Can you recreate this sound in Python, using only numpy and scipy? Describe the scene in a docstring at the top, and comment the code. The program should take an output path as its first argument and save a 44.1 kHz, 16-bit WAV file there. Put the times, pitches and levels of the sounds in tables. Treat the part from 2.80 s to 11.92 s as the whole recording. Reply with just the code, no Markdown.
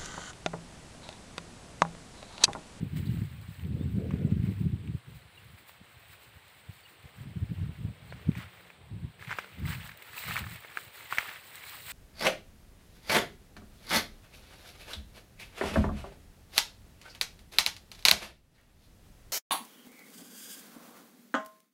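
"""Wind thumps the microphone first, while someone walks a few metres off in a vegetable plot, then close by.
They carry a bundle of cut grass: stems crunch and snap, and blades hiss, as shaped noise and short rings.
Far birds chirp (gliding sine tones), a grasshopper buzzes once (pulsed tone) and a faint, wavering hum passes.
Wind is lumpy low noise with single pushes; far leaves and a dull roar are steady noise behind it all."""
import sys
import numpy as np
from scipy import signal
from scipy.fft import rfft, irfft, next_fast_len
from scipy.io import wavfile
from scipy.ndimage import uniform_filter1d, map_coordinates

SR = 44100
rng = np.random.default_rng(int(sys.argv[2]) if len(sys.argv) > 2 else 0)


def to_wav(sig):
    """Store sig (one row per channel, or 1-D mono) as 16-bit WAV at the path in sys.argv[1].

    Samples outside -1..1 are clipped; the rate is SR.
    """
    pcm = np.clip(np.atleast_2d(sig), -1, 1) * 32767
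    pcm = np.round(pcm).astype(np.int16)
    wavfile.write(sys.argv[1], SR, pcm.T)  # frames by channels


N = 402191  # length in samples

# Colour tables give only the balance of the noise; its loudness is set elsewhere.
# Colour of the crunching stems: pitch_hz, relative_db
STEM_COLOUR = [(200, -39), (450, -13), (1000, -4.5), (2150, 0.5), (3400, -6.5), (4100, -11.5),
               (6000, -21.5), (8100, -24), (10000, -25), (15600, -65)]
# Colour of the hissing grass blades: pitch_hz, relative_db
BLADE_COLOUR = [(1500, -45), (4000, -2.5), (6000, -20), (8200, -4.5), (9600, -13.5), (11800, -12.5),
                (14000, -6.5), (15600, -0.5)]
# Colour of fibres crushed after a snap: pitch_hz, relative_db
CRUSH_COLOUR = [(200, -28), (450, -20), (900, 1), (1500, 0), (2200, 5.5), (3200, -8), (4300, -16),
                (6000, -17), (8100, -26), (15600, -50)]
# Swishes of the bundle at each stride: start_s, hold_s, stems_db, blades_db
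SWISHES = [(.17, 0.011, -52, -47.5), (.24, .22, -60.5, -58), (.5, 0.033, -61.5, -58),
           (.63, 0.089, -61.5, -56), (.75, 0.076, -63, -57.5), (1.12, 0.014, -75, -63),
           (1.51, 0.016, -60, -64), (1.64, 0.035, -55.5, -57.5), (1.71, 0.11, -63, -59.5),
           (2.355, 0.013, -71, -58), (2.785, 0.024, -64, -58), (2.885, 0.0094, -66, -54.5),
           (3.2, 0.1, -64, -60.5), (3.31, 0.044, -62, -56.5), (3.42, 0.061, -68, -60),
           (3.8, 0.33, -71, -64), (4.25, 0.016, -64, -71), (5.35, 0.13, -64, -68), (5.58, 0.04, -50, -56),
           (5.7, 0.17, -60.5, -62.5), (6.41, .07, -54, -58.5), (6.5, .04, -46.5, -61),
           (6.57, 0.042, -51.5, -56), (6.86, 0.033, -47.5, -47), (6.91, 0.022, -42, -41),
           (6.99, 0.091, -51.5, -49.5), (7.22, 0.14, -58.5, -54), (7.375, .08, -46, -40.5),
           (7.485, 0.044, -40, -41.5), (7.56, 0.034, -42, -43), (7.65, 0.091, -53.5, -49),
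           (7.96, 0.12, -57.5, -51), (8.14, 0.096, -53, -47.5), (8.32, 0.079, -46.5, -42.5),
           (8.41, 0.12, -45, -46), (8.75, 0.2, -51.5, -47.5), (9.075, 0.018, -53, -50),
           (9.105, .02, -46.5, -40.5)]
# Rustle between the swishes: time_s, stems_db, blades_db
QUIET_RUSTLE = [(0, -60.5, -62.5), (1, -62.5, -64), (1.4, -60, -65), (2, -64.5, -68), (2.7, -62.5, -65.5),
                (4.1, -61.5, -62.5), (4.85, -60.5, -65), (5.05, -63, -66.5), (5.55, -58, -62.5),
                (6.1, -67, -71), (6.37, -66.5, -69), (6.7, -56.5, -60.5), (7.9, -54.5, -55.5),
                (8.1, -57, -64), (8.65, -55.5, -50.5), (9.12, -54, -44)]
# Stems breaking: start_s, peak_db, ring_hz, hollow_body_db (relative to the peak)
SNAPS = [(.168, -41, 1560, -8), (.373, -45, 2480, -3), (.795, -45, 3000, -17), (0.836, -44, 2500, -20),
         (.849, -46, 3300, -18), (1.185, -47, 1470, -5), (1.308, -33.5, 1060, -11), (1.335, -39, 930, -7),
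         (1.511, -48, 2680, -9), (2.075, -41.5, 2600, -18), (2.893, -47, 2430, -12),
         (5.324, -34, 1750, -2.5), (5.517, -40.5, 2360, -21), (5.552, -35.5, 2130, -26),
         (5.573, -40, 2490, -20), (5.599, -43, 2330, -22), (5.902, -37, 2260, -15), (6.394, -46, 1870, -7),
         (6.425, -33.5, 1770, -15), (6.473, -34, 2370, -23), (6.494, -33, 1700, -32),
         (6.508, -24.5, 1360, -41), (6.513, -22.5, 1600, -35), (6.52, -28, 1910, -37),
         (6.527, -25.5, 1450, -35), (6.586, -18, 1480, -11.5), (6.644, -37.5, 1520, -10),
         (6.854, -33, 2030, -20), (6.875, -37, 2240, -20), (6.921, -32, 2190, -29), (6.937, -37, 2300, -25),
         (6.954, -40, 2600, -25), (7.092, -32.5, 1780, -29), (7.116, -38, 2200, -25),
         (7.222, -37.5, 2190, -18), (7.366, -50, 1660, -24), (7.437, -32, 2010, -11),
         (7.482, -30, 1900, -12), (7.499, -33, 1500, -20), (7.552, -41, 1500, -20), (7.566, -18, 2070, -37),
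         (7.577, -21, 1330, -29), (7.642, -33, 1530, -26), (7.666, -33, 1400, -26), (7.758, -34, 2220, -32),
         (7.847, -38.5, 1310, -2.5), (7.972, -21, 1580, -40), (8.079, -41, 2400, -26),
         (8.311, -38, 2170, -29), (8.325, -17, 1270, -33), (8.347, -33, 2190, -29),
         (8.374, -27.5, 2220, -17), (8.384, -9, 1950, -46), (8.429, -34.5, 1900, -9),
         (8.487, -28, 1750, -30), (8.513, -32.5, 1250, -23), (8.537, -42, 1920, -25),
         (8.559, -38, 2570, -28), (8.746, -46, 2030, -30), (8.837, -35, 2170, -29)]
# Short treble ticks in the rustle: start_s, level_db, microphone_resonance_hz
TREBLE_TICKS = [(0.613, -42, 15200), (6.7955, -41, 15100), (6.9985, -46, 15000), (7.1726, -37, 15000),
                (7.2235, -34.5, 15000), (7.3662, -31, 15000), (7.388, -26, 15400), (7.538, -25, 15400),
                (7.5667, -40, 7200), (7.733, -39, 15200), (7.7583, -34, 8340), (7.8042, -38, 14300),
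                (7.901, -42, 7750), (7.973, -33, 8230), (8.2265, -37, 7660), (8.473, -34, 14500),
                (8.755, -28, 7800), (8.836, -40, 15000), (8.872, -41, 15400), (9.079, -42, 15200)]
# Colour of buffeting in light wind: pitch_hz, relative_db
BREEZE_COLOUR = [(15, -50), (25, -34), (38, -10.5), (69, 1), (97, 4), (175, -7), (268, -28.5), (450, -59),
                 (580, -77), (990, -120)]
# Colour of buffeting in a gust: pitch_hz, relative_db
GUST_COLOUR = [(15, -54), (25, -21), (43, -27), (83, 3.5), (134, 0.5), (185, -2.5), (405, -23.5),
               (607, -49), (800, -48), (1040, -90), (1760, -120)]
# Colour of the finest eddies: pitch_hz, relative_db
FINE_COLOUR = [(200, -28), (330, -1.5), (420, 3), (560, -7.5), (720, -17.5), (1000, -52)]
# Gusts on the microphone: start_s, hold_s, buffeting_db, finest_eddies_db
GUSTS = [(0, 0.065, -37, -62.5), (.15, 0.29, -32.5, -79), (.51, 0.078, -44, -83), (.62, .04, -49, -80),
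         (.7, 0.034, -46, -79), (.79, 0.056, -46.5, -82), (.86, 0.31, -33, -62), (1.2, 0.271, -34, -47.5),
         (1.51, 0.2, -32.5, -56.5), (1.78, 0.32, -37, -73), (2.29, 0.065, -46.5, -88),
         (2.43, 0.043, -53, -90), (2.6, 0.13, -53, -90), (4.4, .12, -43, -90), (4.56, 0.15, -44.5, -90),
         (4.78, .12, -39.5, -90), (4.99, 0.12, -42.5, -90), (5.22, 0.21, -49.5, -88),
         (5.52, 0.095, -48, -90), (5.64, 0.039, -53.5, -90), (6.02, 0.058, -54.5, -90),
         (6.12, 0.15, -41.5, -90), (6.38, 0.03, -53.5, -90), (6.47, 0.075, -52.5, -92),
         (6.8, 0.083, -39, -88), (6.93, 0.18, -46, -90), (7.47, 0.2, -44, -88), (7.68, 0.073, -49, -90),
         (8.85, 0.31, -62, -86)]
# Single strong eddies: start_s, peak_db, pitch_hz
PUFFS = [(0.019, -20.5, 131), (.132, -35, 140), (.31, -24.5, 157), (.409, -20, 146), (0.91, -23, 101),
         (1, -21, 204), (1.171, -13.5, 146), (1.328, -14.5, 156), (1.439, -14.5, 134), (1.512, -13.5, 148),
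         (1.557, -19.5, 142), (1.588, -15.5, 106), (1.629, -14.5, 127), (1.678, -25.5, 164),
         (1.802, -18.5, 135), (1.854, -16.5, 119), (1.925, -17, 115), (2.046, -28, 129), (2.137, -22.5, 95),
         (2.286, -38, 108), (2.733, -35.5, 85), (3.004, -40, 154), (3.16, -43, 96), (3.289, -47, 95),
         (3.47, -46.5, 97), (3.559, -43, 95), (3.884, -34.5, 127), (4.244, -35.5, 107), (4.459, -29.5, 114),
         (4.56, -24.5, 110), (4.62, -22, 91), (4.708, -24, 150), (4.819, -19, 85.5), (4.998, -28, 107),
         (5.04, -22.5, 114), (5.088, -29, 110), (5.215, -38, 105), (5.448, -37, 81), (5.481, -11.5, 156),
         (5.561, -28.5, 130), (5.577, -30, 159), (6.122, -46, 96), (6.237, -23, 108.5), (6.47, -38.5, 120),
         (6.821, -23, 91), (6.848, -23, 96), (6.891, -23, 90), (7.33, -42.5, 95), (7.487, -27.5, 100),
         (7.609, -24, 96), (7.658, -32, 128), (8.069, -47, 90), (8.318, -44, 89), (8.75, -50, 90)]
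# Bird whistles: start_s, length_s, start_hz, end_hz, level_db
CHIRPS = [(.255, 0.0084, 3520, 4800, -53), (0.263, .016, 4700, 4700, -62), (1.346, 0.13, 1405, 1434, -61.5),
          (0.278, 0.036, 2960, 2910, -55), (.985, 0.055, 3330, 3700, -60), (2.416, 0.012, 4200, 4250, -59),
          (2.477, 0.011, 4200, 4170, -64), (2.548, 0.017, 3870, 3920, -59),
          (2.573, 0.018, 2830, 2700, -49.5), (4.031, .02, 4500, 4440, -58), (4.05, 0.017, 2955, 2820, -52),
          (5.291, 0.026, 3950, 4570, -58), (5.304, 0.018, 4500, 3160, -58), (0.27, 0.0077, 4500, 3000, -51),
          (.718, 0.016, 7900, 7650, -73), (.862, .016, 8000, 7500, -69), (1.03, 0.018, 7900, 7560, -64),
          (1.193, .016, 7900, 7500, -67), (1.468, .012, 7800, 7600, -65), (1.508, .014, 7800, 7550, -69),
          (3.796, 0.044, 8200, 8050, -64)]
# Grasshopper buzz: time_s, level_db, wing_hz, strokes_per_s
HOPPER = [(2.14, -112, 10700, 110), (2.2, -82, 10700, 120), (2.5, -78, 10800, 110), (2.74, -75, 10900, 123),
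          (2.79, -81, 10900, 122)]
# The passing hum: time_s, level_db, pitch_hz
HUM = [(5.55, -90, 178), (5.68, -64.5, 178.4), (6.0, -64.5, 175), (6.35, -62.5, 179.6), (6.55, -61, 191),
       (6.72, -62.5, 183), (6.8, -88, 184)]
# Colour of leaves far off in the wind: pitch_hz, relative_db
LEAF_COLOUR = [(410, -47), (700, -0.5), (1760, -3), (3000, -2), (4090, -5.5), (6450, -28.5), (8260, -8.5),
               (10400, -21.5), (12300, -24), (14800, -49), (15600, -11.5)]
# Colour of the roar over the far fields: pitch_hz, relative_db
ROAR_COLOUR = [(150, -4), (240, -1), (330, 0), (500, 2.5), (750, -3.5), (1100, -8.5), (2000, -41)]
# Loudness of that dull roar: time_s, level_db
FAR_WIND = [(0, -64.5), (1, -68.5), (3.7, -67.5), (4.5, -64.5), (5.5, -60.5), (5.9, -65), (7.5, -63.5),
            (9.12, -65)]

SWISH_RISE, SWISH_FALL = 430, 224  # dB a second before and after the hold
STALK_WIDTH_HZ, STALK_DB = 460, -7.5  # width of each stalk's ring; level against the stems
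CRUNCH_DB, CRUNCH_GROWS, CRUNCH_MS = -44, 0.84, 39.5  # after a -29.5 dB snap; dB per dB of snap; 60 dB decay
EDGE_DB, EDGE_GROWS = -57, 0.4  # treble edge of a -30 dB snap; dB per dB of snap
TICK_MS = 14.5  # time to fade by 60 dB
GUST_RISE, GUST_FALL = 275, 296  # dB a second before and after the hold
CALM_DB, STEADY_DB = -64.5, -30  # between gusts; ceiling on buffeting before its quick wobbles
WAKE_DB, WAKE_S = -13.5, 0.019  # buffeting around a puff, relative to its peak; how long it holds
WAKE_RISE, WAKE_FALL = 1700, 640  # dB a second before and after that hold
PUFF_CYCLES = 0.59  # half length of a puff's push
LEAVES_DB = -62.5


def amp(db):
    """Gain of a level in dB."""
    return 10 ** (np.asarray(db) / 20)


def decibels(power):
    """Level in dB of a power."""
    return 10 * np.log10(power + 1e-20)


def unit(x):
    """x at an average (rms) level of 1."""
    return x / np.sqrt(np.mean(x ** 2) + 1e-20)


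def peak(x):
    """x with its largest swing at 1."""
    return x / np.abs(x).max()


def curves(rows):
    """One value per sample for each column after the time."""
    s, *cols = np.transpose(rows)
    return [np.interp(np.arange(N) / SR, s, c) for c in cols]


def swells(rows, rise, fall):
    """For each dB column, the summed power of (start, hold) events that rise and fall at set dB a second."""
    t = np.arange(0, N + 64, 64) / SR
    start, hold, *levels = np.transpose(rows)[..., None]
    before = rise * (start - t)
    after = fall * (t - start - hold)
    under_db = np.maximum(0, np.maximum(before, after))
    powers = [(amp(db - under_db) ** 2).sum(axis=0) for db in levels]
    return [np.interp(np.arange(N) / SR, t, power) for power in powers]


def wobble(rate):
    """A smooth random curve through rate random points a second."""
    at = np.arange(0, N + 8, 8)
    knots = rng.standard_normal(int(N * 400 / SR) + 4)
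    return np.interp(np.arange(N), at, map_coordinates(knots, [at * rate / SR]))


def filtered(x, response):
    """x with each frequency multiplied by a response."""
    m = next_fast_len(N + SR // 2)  # spare room so that tails do not wrap round
    return irfft(rfft(x, m) * response(np.fft.rfftfreq(m, 1 / SR)), m)[:N]


def coloured(x, spectrum):
    """x shaped through (Hz, dB) points, at rms 1."""
    f, db = np.transpose(spectrum)
    return unit(filtered(x, lambda hz: amp(np.interp(np.log(hz + 1), np.log(f + 1), db))))


def patchy(depth_db, wide, long):
    """Noise with random loud and soft patches, smoothed over wide frequency bins and long time frames."""
    z = signal.stft(rng.standard_normal(N), nperseg=256)[2]
    patches = uniform_filter1d(rng.standard_normal(z.shape), wide, 0)
    patches = uniform_filter1d(patches, long, 1)
    return signal.istft(z * amp(depth_db * unit(patches)), nperseg=256)[1][:N]


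def crackle(per_s, spread_db):
    """Sparse contacts: many faint ones, few strong ones."""
    chance, sign, size = rng.random(N), rng.standard_normal(N), rng.exponential(size=N)
    hit, out = chance < per_s / SR, np.zeros(N)
    out[hit] = sign[hit] * amp(spread_db * np.minimum(size[hit], 3.5))
    return unit(out)


def add(track, s, sound):
    """Mixes a sound into the track at s seconds."""
    part = track[round(s * SR):][:len(sound)]
    part += sound[:len(part)]


def rustle():
    """Stems crunch in the middle range and blades hiss on top: dense contacts on a bed of rubbing noise."""
    swishes = swells(SWISHES, SWISH_RISE, SWISH_FALL)
    stems_quiet_db, blades_quiet_db = curves(QUIET_RUSTLE)
    stems_db = decibels(swishes[0] + amp(stems_quiet_db) ** 2)
    blades_db = decibels(swishes[1] + amp(blades_quiet_db) ** 2)
    sway = wobble(18)
    shake = wobble(45)  # the bundle jerks as one
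    busy = np.clip((stems_db + 67.0) / 16, 0.15, 1)  # close by, single contacts stand out

    crunch = 1.94 * patchy(2.15, wide=4, long=3) + busy * crackle(per_s=900, spread_db=4.5)
    hiss = patchy(2.3, wide=8, long=4) + 0.5 * crackle(per_s=650, spread_db=4.0)
    stems_db = stems_db + 0.92 * sway + busy * (1.02 * shake + 1.27 * wobble(120))
    blades_db = blades_db + 1.66 * sway + 0.83 * shake + 0.92 * wobble(30)
    stems = amp(stems_db) * (coloured(crunch, STEM_COLOUR) + amp(STALK_DB) * busy * stalks())
    blades = amp(blades_db) * coloured(hiss, BLADE_COLOUR)
    return stems + blades


def stalks():
    """Small stalks crack by chance inside the bundle, each ringing for a few cycles at its own pitch."""
    def ring(centre):
        def response(f):
            width = 1j * f * STALK_WIDTH_HZ
            return (width / (centre * centre - f * f + width)) ** 2
        return response

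    pitches_hz = (1310, 1680, 2090, 2560)
    return unit(sum(filtered(crackle(per_s=45, spread_db=4.5), ring(hz)) for hz in pitches_hz))


def breaks():
    """A snapping stem gives a ring, a hollow body, a treble edge and crunching fibres; short treble ticks join in."""
    out, crunch, edge = np.zeros(N), np.zeros(N), np.zeros(N)
    t = np.arange(SR // 6) / SR

    def dying(t60_ms):
        return amp(-60 * t / (t60_ms / 1000 + 0.0002))

    def rising(ms):
        return (1 - np.exp(-1000 * t / (ms + 0.012))) ** 2

    for s, db, hz, body_db in SNAPS:
        ring = np.sin(2 * np.pi * hz * t)
        ring += 0.46 * np.sin(2 * np.pi * hz * rng.uniform(0.74, 1.6) * t)
        ring += 0.5 * uniform_filter1d(rng.standard_normal(len(t)), size=8)  # splinters roughen it
        ring *= rising(0.58) * dying(4.58)
        delay = int(rng.uniform(0.001744, 0.0033) * SR)
        second_fibre = 0.29 * np.pad(ring, (delay, 0))[:len(t)]  # gives way just after
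        body = rising(0.82) * dying(7.1) * np.sin(2 * np.pi * 560 * t)
        add(out, s, amp(db) * peak(ring + second_fibre) + amp(db + body_db) * peak(body))

        # fibres change loudness at random every 40 samples
        grain = amp(2.9 * rng.exponential(size=len(t) // 40 + 1)).repeat(40)[:len(t)]
        fibres = rng.standard_normal(len(t)) * grain
        crunch_db = CRUNCH_DB + CRUNCH_GROWS * (db + 29.5)
        add(crunch, s, amp(crunch_db) * rising(0.68) * dying(CRUNCH_MS) * fibres)
        edge_db = EDGE_DB + EDGE_GROWS * (db + 30)
        add(edge, s, amp(edge_db) * rising(0.6) * dying(13) * rng.standard_normal(len(t)))

    for s, db, hz in TREBLE_TICKS:
        tick = rng.standard_normal(len(t)) + 0.54 * np.sin(2 * np.pi * hz * t)
        add(edge, s, amp(db) * rising(0.75) * dying(TICK_MS) * tick)
    crunch = coloured(crunch, CRUSH_COLOUR) * np.std(crunch)  # colour it, keep its loudness
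    edge = coloured(edge, BLADE_COLOUR) * np.std(edge)
    return out + crunch + edge


def wind():
    """Eddies thump on the microphone in lumps; stronger wind brings smaller, brighter eddies more steadily."""
    gusts, finest = swells(GUSTS, GUST_RISE, GUST_FALL)
    wake_rows = [(s, WAKE_S, db + WAKE_DB) for s, db, _ in PUFFS]
    wakes, = swells(wake_rows, WAKE_RISE, WAKE_FALL)
    calm = amp(CALM_DB + 1.8 * wobble(9)) ** 2
    power = calm + gusts * amp(1.26 * wobble(16)) ** 2 + wakes
    level_db = np.minimum(decibels(power), STEADY_DB)
    steady = np.clip((level_db + 78.0) / 18, 0, 1)
    level_db = level_db + (1 - 0.45 * steady) * (2.2 * wobble(35) + 2.48 * wobble(70))

    strong = np.clip((level_db + 48.5) / 18, 0, 1)  # 0 is a breeze, 1 a full gust
    eddies = rng.standard_normal(N) + 0.5 * crackle(per_s=90, spread_db=2)
    buffet = np.sqrt(1 - strong) * coloured(eddies, BREEZE_COLOUR)
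    buffet += np.sqrt(strong) * coloured(eddies, GUST_COLOUR)
    out = amp(level_db) * buffet

    for s, db, hz in PUFFS:
        u = (np.arange(SR // 20) / SR - 0.0115) * hz  # cycles from the middle of the push
        push = np.exp(-(u / PUFF_CYCLES) ** 2) * np.cos(2 * np.pi * u + rng.normal(0, 0.26))
        # the pressure turns sharply at its peak
        knock = 0.38 * (1 - 2 * (u / 0.26) ** 2) * np.exp(-(u / 0.19) ** 2)
        add(out, s, -amp(db) * peak(push + knock))

    flutter = np.sqrt(finest) * amp(4.7 * wobble(12) + 1.7 * wobble(44.43))
    return out + flutter * coloured(rng.standard_normal(N), FINE_COLOUR)


def birds():
    """Short gliding whistles from far off, blurred by the air and by leaves that scatter them."""
    out, warble_hz = np.zeros(N), 40 * wobble(200)
    for s, length, start_hz, end_hz, db in CHIRPS:
        u = np.linspace(0, 1, int(length * SR) + 2)
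        pitch_hz = start_hz + (end_hz - start_hz) * u + warble_hz[round(s * SR):][:len(u)]
        swell = np.abs(np.sin(np.pi * u)) ** 0.52
        add(out, s, amp(db) * swell * np.sin(2 * np.pi * np.cumsum(pitch_hz) / SR))
    t = np.arange(SR // 20) / SR
    scatter = rng.standard_normal(len(t)) * amp(-60 * t / 0.078)
    return out + amp(-4) * signal.fftconvolve(out, scatter / np.linalg.norm(scatter))[:N]


def inside(rows):
    """True between the first and last times of a table."""
    n = np.arange(N)
    return (n > rows[0][0] * SR) & (n < rows[-1][0] * SR)


def grasshopper():
    """Each stroke rings the wing for a moment."""
    db, wing_hz, strokes = curves(HOPPER)
    stroke = np.exp(-3.5 * (np.cumsum(strokes) / SR % 1))  # jumps up, then dies away
    wing = np.sin(2 * np.pi * np.cumsum(wing_hz + 90 * wobble(300)) / SR)
    return amp(db) * unit(stroke) * wing * inside(HOPPER)


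def passing_hum():
    """A low tone with a weak overtone at twice its pitch wavers in pitch and level."""
    db, hz = curves(HUM)
    turn = 2 * np.pi * np.cumsum(hz + 3.04 * wobble(53)) / SR
    tone = np.sin(turn) + 0.22 * np.sin(2 * turn)
    return amp(db + 3.6 * wobble(8.5)) * tone * inside(HUM)


def field():
    """Leaves far off hiss evenly over a dull roar."""
    roar_db, = curves(FAR_WIND)
    roar = coloured(patchy(2.7, wide=2, long=16), ROAR_COLOUR)
    leaves = coloured(patchy(1.0, wide=4, long=5), LEAF_COLOUR)
    return amp(roar_db + 0.12 * wobble(4)) * roar + amp(LEAVES_DB + 0.32 * wobble(3.44)) * leaves


def scene():
    """All sources at one microphone."""
    bundle = rustle() + breaks()
    return (bundle + wind() + birds() + grasshopper() + passing_hum() + field())[None]


def record(dry):
    """The phone cuts the lowest bass and keeps nothing from 15600 Hz up."""
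    def response(hz):
        bass_cut = (1j * hz / (38 + 1j * hz)) ** 4
        return bass_cut * (hz < 15600)
    return filtered(dry[0], response)[None]


dry = scene()
out = record(dry)
to_wav(out)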